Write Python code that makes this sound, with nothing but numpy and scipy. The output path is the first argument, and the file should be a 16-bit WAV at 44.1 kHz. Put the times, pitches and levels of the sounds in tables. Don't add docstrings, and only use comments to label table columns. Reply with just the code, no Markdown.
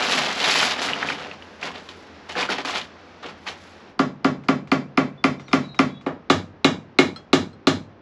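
import sys
import numpy as np
from scipy import signal
from scipy.fft import rfft, irfft
from scipy.io import wavfile

SR = 44100
rng = np.random.default_rng(int(sys.argv[2]) if len(sys.argv) > 2 else 0)


def dump(signal):
    limited = np.clip(np.atleast_2d(signal).T, -1, 1)
    pcm = np.round(limited * 32767).astype(np.int16)
    wavfile.write(sys.argv[1], SR, pcm)


N = 353241

# frequency_hz, response_db
CONTACT_SPECTRUM = [(200, -19.5), (500, 4), (1200, 2), (2500, -7.5), (4500, -10), (7000, -19.5),
                    (11000, -42.5)]
# time_s, level_db, contact_hardness_db_per_octave, nail_grip_db, nail_ring_hz
HAMMER_BLOWS = [(3.993, -14, -2.5, -7.5, 4630), (4.246, -14, -3, -5.5, 4750), (4.486, -14, -3, -1, 4670),
                (4.717, -14, -2.5, 1.5, 4420), (4.975, -14, -3.5, 2, 5130), (5.241, -13, -1.5, 2.5, 4850),
                (5.531, -12, -1, -1, 5100), (5.791, -12, -1.5, 0.5, 5320), (6.064, -23.5, -10, 8, 3900),
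                (6.3005, -5.5, -0.2, -1.5, 3980), (6.646, -5.5, 0.5, 5, 3945), (6.988, -6, 0, 9.5, 4060),
                (7.331, -6, 1, -2.5, 4070), (7.671, -7, 1, -13, 4170)]
CONTACT_LEAD_S = 0.001


def amp(db):
    return 10 ** (np.asarray(db) / 20)


def rms_one(x):
    return x / np.sqrt(np.mean(x ** 2) + 1e-20)


def in_time(rows):
    time_s, *columns = np.transpose(rows)
    return [np.interp(np.arange(N) / SR, time_s, column) for column in columns]


def at_hz(points, hz):
    frequency_hz, values = np.array(points)[:, 0], np.array(points)[:, 1]
    return np.interp(np.log(hz), np.log(frequency_hz), values)


def colour(x, points):
    log_response = at_hz(points, np.linspace(1, SR / 2, 4097)) * np.log(10) / 20
    cepstrum = irfft(log_response)
    cepstrum[1:4096] *= 2
    cepstrum[4097:] = 0
    impulse_response = irfft(np.exp(rfft(cepstrum)))
    return signal.fftconvolve(x, impulse_response)[:len(x)]


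def drift(rate_hz):
    r = np.exp(-2 * np.pi * rate_hz / SR)
    noise = rng.standard_normal(N + SR)
    settled = signal.lfilter([1], [1, -2 * r, r * r], noise)[SR:]
    return rms_one(settled)


def ring(clicks, hz, t60_s):
    r, w = amp(-60 / (t60_s * SR)), 2 * np.pi * hz / SR
    return signal.lfilter([0, np.sin(w)], [1, -2 * r * np.cos(w), r * r], clicks + 1e-18)


def tilted(x, slope_db, pivot_hz):
    out, rest = 0, x
    for hz in 125 * 2. ** np.arange(7):
        low = signal.sosfilt(signal.butter(1, hz * np.sqrt(2), fs=SR, output="sos"), rest)
        out = out + low * amp(slope_db * np.log2(hz / pivot_hz))
        rest = rest - low
    return out + rest * amp(slope_db * np.log2(16000 / pivot_hz))


def air():
    # time_s, level_db, brightness_db_per_octave
    far_levels = [(0, -42, -1), (3.9, -46, -2.5), (3.97, -61.5, -10.5), (6.05, -61, -9.5)]
    # frequency_hz, response_db
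    far_spectrum = [(25, -24), (82, -5.5), (118, -21), (208, -8), (1650, -17.5), (5640, -31),
                    (11700, -69.5)]
    level_db, slope_db = in_time(far_levels)
    far = rms_one(colour(rng.standard_normal(N), far_spectrum))
    return tilted(far, slope_db, 607) * amp(level_db + 0.32 * drift(4.9))


def hum():
    # time_s, pitch_hz, level_db; silent from the last time onward
    engine_line = [(0, 89.5, -52.5), (3.9, 87.3, -50)]
    hz, level_db = in_time(engine_line)
    running = np.arange(N) < engine_line[-1][0] * SR
    line = np.sin(2 * np.pi * np.cumsum(hz) / SR)
    return np.sqrt(2) * running * amp(level_db + 0.67 * drift(4.2)) * line


def yard(x):
    # frequency_hz, t60_s
    decay_times = [(100, 0.54), (260, 0.31), (900, 0.25), (4850, 0.25)]
    # frequency_hz, level_db
    band_levels = [(60, -4.5), (105, 11), (250, 1), (900, -3.5), (3000, -5.5)]
    t, edges, tail = np.arange(SR // 2) / SR, 60 * 2 ** np.arange(0, 8.4, .5), 0
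    white = rng.standard_normal((2, len(t)))
    for k, (low, high) in enumerate(zip(edges, edges[1:])):
        half_octave = signal.butter(2, [low, high], "band", fs=SR, output="sos")
        band = signal.sosfilt(half_octave, white[k % 2])
        hz = np.sqrt(low * high)
        tail = tail + band * amp(at_hz(band_levels, hz) - 60 * t / at_hz(decay_times, hz))
    tail = tail * (1 - np.exp(-t / 0.0031))
    return signal.fftconvolve(x, tail / np.sqrt(np.sum(tail ** 2)))[:N]


def bird():
    # start_s, end_s, from_hz, to_hz, level_db (before waver and flutter)
    notes = [(5.175, 5.225, 3480, 3520, -56), (5.385, 5.425, 3650, 3600, -56),
             (5.385, 5.49, 5720, 5780, -66), (5.455, 5.49, 4600, 3750, -62), (5.48, 5.53, 3700, 3680, -53),
             (5.63, 5.79, 3900, 3820, -53), (5.665, 5.76, 4220, 4020, -58), (5.89, 6.025, 3400, 3390, -60),
             (5.895, 6.025, 3820, 3830, -63)]
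    waver_hz, fade_s = 28, 0.008
    out, t = np.zeros(N), np.arange(N) / SR
    waver, flutter = drift(60), amp(3.5 * drift(40))
    for start, end, from_hz, to_hz, level_db in notes:
        on = slice(round(start * SR), round(end * SR))
        shape = np.clip(np.minimum(t[on] - start, end - t[on]) / fade_s, 0, 1)
        hz = np.interp(t[on], [start, end], [from_hz, to_hz]) + waver_hz * waver[on]
        tone = np.sin(2 * np.pi * np.cumsum(hz) / SR)
        out[on] += amp(level_db) * shape * flutter[on] * tone
    return np.sqrt(2) * out


def handling():
    # time_s, level_db, brightness_db_per_octave
    drag = [(0, -24, -0.5), (.12, -18, 1.5), (.2, -19, 1), (.35, -27, 0.5), (.445, -19.5, 1.5),
            (.62, -16.5, 2), (.72, -22.5, 1.5), (.77, -32, -2), (.84, -20.5, 2), (.92, -29.5, -1.5),
            (1.06, -33, -2), (1.1, -26, -0.5), (1.14, -34.5, -1), (1.34, -46, -4)]
    # start_s, swell_s, hold_s, level_db, brightness_db_per_octave
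    tugs = [(1.593, 0.038, 0.051, -30, -0.8), (1.737, 0.0065, 0.037, -41.5, -3),
            (1.885, 0.0039, 0.0037, -38.5, 1), (2.284, 0.0099, 0.015, -32.5, -0.3),
            (2.344, 0.026, 0.06, -25.5, -1.76), (2.486, 0.0087, 0.036, -24, -1),
            (2.58, 0.0044, 0.0038, -30, -2.5), (2.646, 0.0033, .14, -26.5, -0.1),
            (3.218, 0.013, 0.049, -37.5, -2.5), (3.456, 0.014, 0.023, -30, 0.1)]
    # time_s, level_db
    faint = [(1.86, -56), (3.3, -72), (3.43, -64), (3.6, -52), (3.95, -70)]
    faint_slope = 4
    swell_from_db, release_db_per_s = -23, 294
    t = np.arange(N) / SR
    drag_db, drag_slope = in_time(drag)
    drag_db = drag_db - release_db_per_s * np.maximum(t - drag[-1][0], 0)
    faint_db = in_time(faint)[0] + 4.5 * drift(1.4)
    parts = [(drag_db, drag_slope), (faint_db, faint_slope)]
    for start, swell, hold, level_db, slope in tugs:
        rising_db = swell_from_db * np.clip(1 - (t - start) / max(swell, 1e-3), 0, 1)
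        rising_db = rising_db - 200 * (t < start)
        falling_db = release_db_per_s * np.maximum(t - start - swell - hold, 0)
        parts.append((level_db + rising_db - falling_db, slope))
    power = sum(amp(2 * db) for db, slope in parts)
    mean_slope = sum(amp(2 * db) * slope for db, slope in parts) / power
    return np.sqrt(power) * (t < faint[-1][0]), mean_slope


def sheet():
    # frequency_hz, response_db
    sheet_spectrum = [(110, -6.5), (238, 8.5), (346, 3.5), (680, 5), (3080, -7), (4660, -15.5), (7050, -30),
                      (11700, -49)]
    level, slope_db = handling()
    clumps = amp(1.4 * drift(100))
    sizes = amp(2.2 * np.minimum(rng.exponential(1, N), 5)) * rng.choice([-1, 1], N)
    born = rng.random(N) < 9000 * clumps / SR
    facet = rng.integers(0, 16, N)
    patches = [amp(2.36 * drift(34.7)) for _ in range(6)]
    ticks = np.zeros(N)
    for k, hz in enumerate(np.geomspace(150, 15000, num=16)):
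        clicks = sizes * born * (facet == k) * patches[k // 3]
        ticks += ring(clicks, hz, 3.33 / hz) * np.sqrt(hz)
    crackle = rms_one(tilted(ticks, 5.41, 1000))
    crackle = rms_one(colour(crackle, sheet_spectrum))
    high_pass = signal.butter(4, 130, "high", fs=SR, output="sos")
    return signal.sosfilt(high_pass, tilted(crackle, slope_db, 1450)) * level


def snaps():
    # time_s, level_db (of the peak, before mixing), pitch_hz
    fold_snaps = [(0.442, -8.5, 3530), (0.495, -11, 3400), (0.795, -23, 4630), (0.887, -13, 2340),
                  (0.933, -11.5, 2770), (1.027, -11, 1800), (1.087, -13, 2400), (1.101, -14, 1800),
                  (1.12, -20, 2300), (1.312, -23, 2640), (1.422, -29, 2780), (1.628, -16, 2370),
                  (1.705, -24.5, 1060), (1.758, -28, 3220), (2.353, -17, 1930), (2.428, -12.5, 2480),
                  (2.488, -15, 1560), (2.59, -25, 1010), (2.6484, -17.5, 1200), (2.696, -18, 1120),
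                  (2.814, -22, 3300), (3.261, -28, 3000), (3.487, -21.5, 3780)]
    out, t = np.zeros(N), np.arange(600) / SR
    shape = (1 - np.exp(-t / .0004)) * np.exp(-t / .002)
    bursts = rng.standard_normal((len(fold_snaps), 600)) * shape
    for (time_s, level_db, hz), burst in zip(fold_snaps, bursts):
        t60_s = 6.6 / hz
        snap = ring(ring(burst, hz, t60_s), hz, t60_s)
        i = round(time_s * SR)
        out[i:i + 600] += amp(level_db) * snap / np.abs(snap).max()
    return out


def strike(events, modes, level_db, spread_db, late_s=0):
    bending_lag_s = 0.002985
    thump_below_hz = 900
    seating_hz = 2250
    nail_db, nail_t60_s = -5.5, 0.013
    out, t = np.zeros(N + SR), np.arange(SR // 2) / SR
    luck = rng.standard_normal((len(events), len(modes) + 1))
    for n, (time_s, event_db, slope_db, grip_db, *nail) in enumerate(events):
        nail_modes = [(hz, nail_db, nail_t60_s) for hz in nail]
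        for k, (hz, mode_db, t60_s) in enumerate(modes + nail_modes):
            lag_s = max(bending_lag_s * (np.sqrt(1000 / hz) - .5), 0)
            lag_s += max(late_s, 0) * (k < len(modes))
            contact_db = slope_db * np.log2(max(hz, thump_below_hz) / 1500)
            contact_db += grip_db * (abs(np.log2(hz / seating_hz)) < .2)
            start_db = event_db + level_db + mode_db + contact_db + spread_db * luck[n, k]
            i = round((time_s - CONTACT_LEAD_S + lag_s) * SR)
            sine = np.sin(2 * np.pi * hz * t)
            out[i:i + len(t)] += (-1) ** k * amp(start_db - 60 * t / t60_s) * sine
    return out[:N]


def metal_chinks(chinks):
    # frequency_hz, level_db, t60_s
    metal_modes = [(1320, 1, .07), (3305, -11, .2), (4156, 0, .09), (5250, -16, .12), (7950, -19, .07)]
    return strike([(time_s, db, 0, 0) for time_s, db in chinks], metal_modes, -1.3, 0.69)


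def timbers(first, second, faint_ticks):
    # frequency_hz, level_db, t60_s
    first_modes = [(138.8, -18.5, 0.53), (200, -5, 0.12), (260.2, 4, 0.096), (318.2, -4.5, 0.081),
                   (398.6, -6, 0.15), (614, -22, 0.22), (684.6, -20, 0.24), (1035, -8, 0.055),
                   (1177, 1.5, 0.041), (1400, -8, 0.11), (2093, -2.5, 0.032), (2370, 2.5, 0.016),
                   (3510, -12, 0.019)]
    second_modes = [(96.6, -22, 0.16), (185.7, -10.5, 0.066), (264, 3.5, 0.047), (363, -1, 0.068),
                    (645, -10, 0.097), (1200, -2, 0.02), (1415, -15, 0.088), (1800, -15.5, 0.029),
                    (2155, -13.5, 0.045), (2447, -21.5, 0.047), (2753, -9, 0.024), (3535, -10, 0.031)]
    blows = strike(first, first_modes, 2.0, spread_db=0.63, late_s=0.001783)
    blows += strike(second, second_modes, 0.85, spread_db=2.5, late_s=0.000915)
    ticks = strike([(time_s, db, 4.0, 0) for time_s, db in faint_ticks], first_modes, -12.0, 3.5)
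    return blows, ticks


def crack(events, level_db, decay_s, rise_s):
    out, t = np.zeros(N + 2000), np.arange(2000) / SR
    shape = (1 - np.exp(-t / rise_s)) * np.exp(-t / decay_s)
    shared = rng.standard_normal(2000)
    bursts = shared + .5 * rng.standard_normal((len(events), 2000))
    for (time_s, event_db, *_), burst in zip(events, bursts):
        i = round((time_s - CONTACT_LEAD_S) * SR)
        out[i:i + 2000] += amp(event_db + level_db) * burst * shape
    return colour(out[:N], CONTACT_SPECTRUM)


def contacts(events, level_db):
    out = np.zeros(N)
    starts = [round((row[0] - CONTACT_LEAD_S) * SR) for row in events]
    out[starts] = amp([row[1] + level_db for row in events])
    return colour(out, CONTACT_SPECTRUM)


def hardened(x):
    time_s, _, slope_db, *rest = np.transpose(HAMMER_BLOWS)
    latest = np.searchsorted(time_s - 2 * CONTACT_LEAD_S, np.arange(N) / SR) - 1
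    slope_db = slope_db[np.maximum(latest, 0)]

    def split(side):
        once = signal.butter(2, 2500, side, fs=SR, output="sos")
        return signal.sosfilt(np.tile(once, (2, 1)), x)

    return tilted(split("low") + amp(slope_db) * split("high"), slope_db / 2, 1300)


def scene():
    # time_s, level_db
    faint_ticks = [(4.438, -38), (4.6745, -35.5), (5.3974, -31), (5.483, -31), (5.515, -30), (5.6384, -33),
                   (5.746, -34), (6.012, -38)]
    # time_s, level_db
    chink_events = [(7.162, -31.5), (7.532, -51)]
    second_timber_from_s = 6.0
    first = [blow for blow in HAMMER_BLOWS if blow[0] < second_timber_from_s]
    second = [blow for blow in HAMMER_BLOWS if blow[0] > second_timber_from_s]
    light = faint_ticks + chink_events

    tarpaulin = sheet() + snaps()
    chinks = metal_chinks(chink_events)
    blows, ticks = timbers(first, second, faint_ticks)
    hard_cracks = crack(first, 4.4, 0.0025, 0.00051) + crack(second, 1.3, 0.0095, 0.0035)
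    cracks = hardened(hard_cracks) + crack(light, 2.5, 0.0017, 0.00082)
    pulses = hardened(contacts(first, 30.84) + contacts(second, 27.9)) + contacts(light, 23.9)

    ringing = signal.sosfilt(signal.butter(2, 1500, "high", fs=SR, output="sos"), blows)
    sent = amp(-9.5) * blows + amp(-12.5) * ringing + amp(-13.5) * cracks + pulses
    sent += amp(-25.0) * chinks + amp(-12.0) * tarpaulin
    direct = blows + ticks + cracks + chinks + tarpaulin
    return np.tile(direct + yard(sent) + bird() + hum() + air(), (2, 1))


def record(dry):
    # frequency_hz, response_db
    microphone = [(25, -20.5), (100, -6.5), (7500, 2.5), (8600, -4.5), (9600, -2.5), (10700, 8),
                  (11600, -3.5), (13200, -12)]
    notch_hz, notch_sharpness, cutoff_hz = 9050, 14, 14800
    coloured = colour(dry[0], microphone)
    heard = signal.lfilter(*signal.iirnotch(notch_hz, notch_sharpness, SR), coloured)
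    rounded = .98 * np.tanh(heard / .98)
    top_cut = signal.cheby2(12, 70, cutoff_hz, fs=SR, output="sos")
    return signal.sosfilt(top_cut, [rounded, rounded])


dry = scene()
out = record(dry)
dump(out)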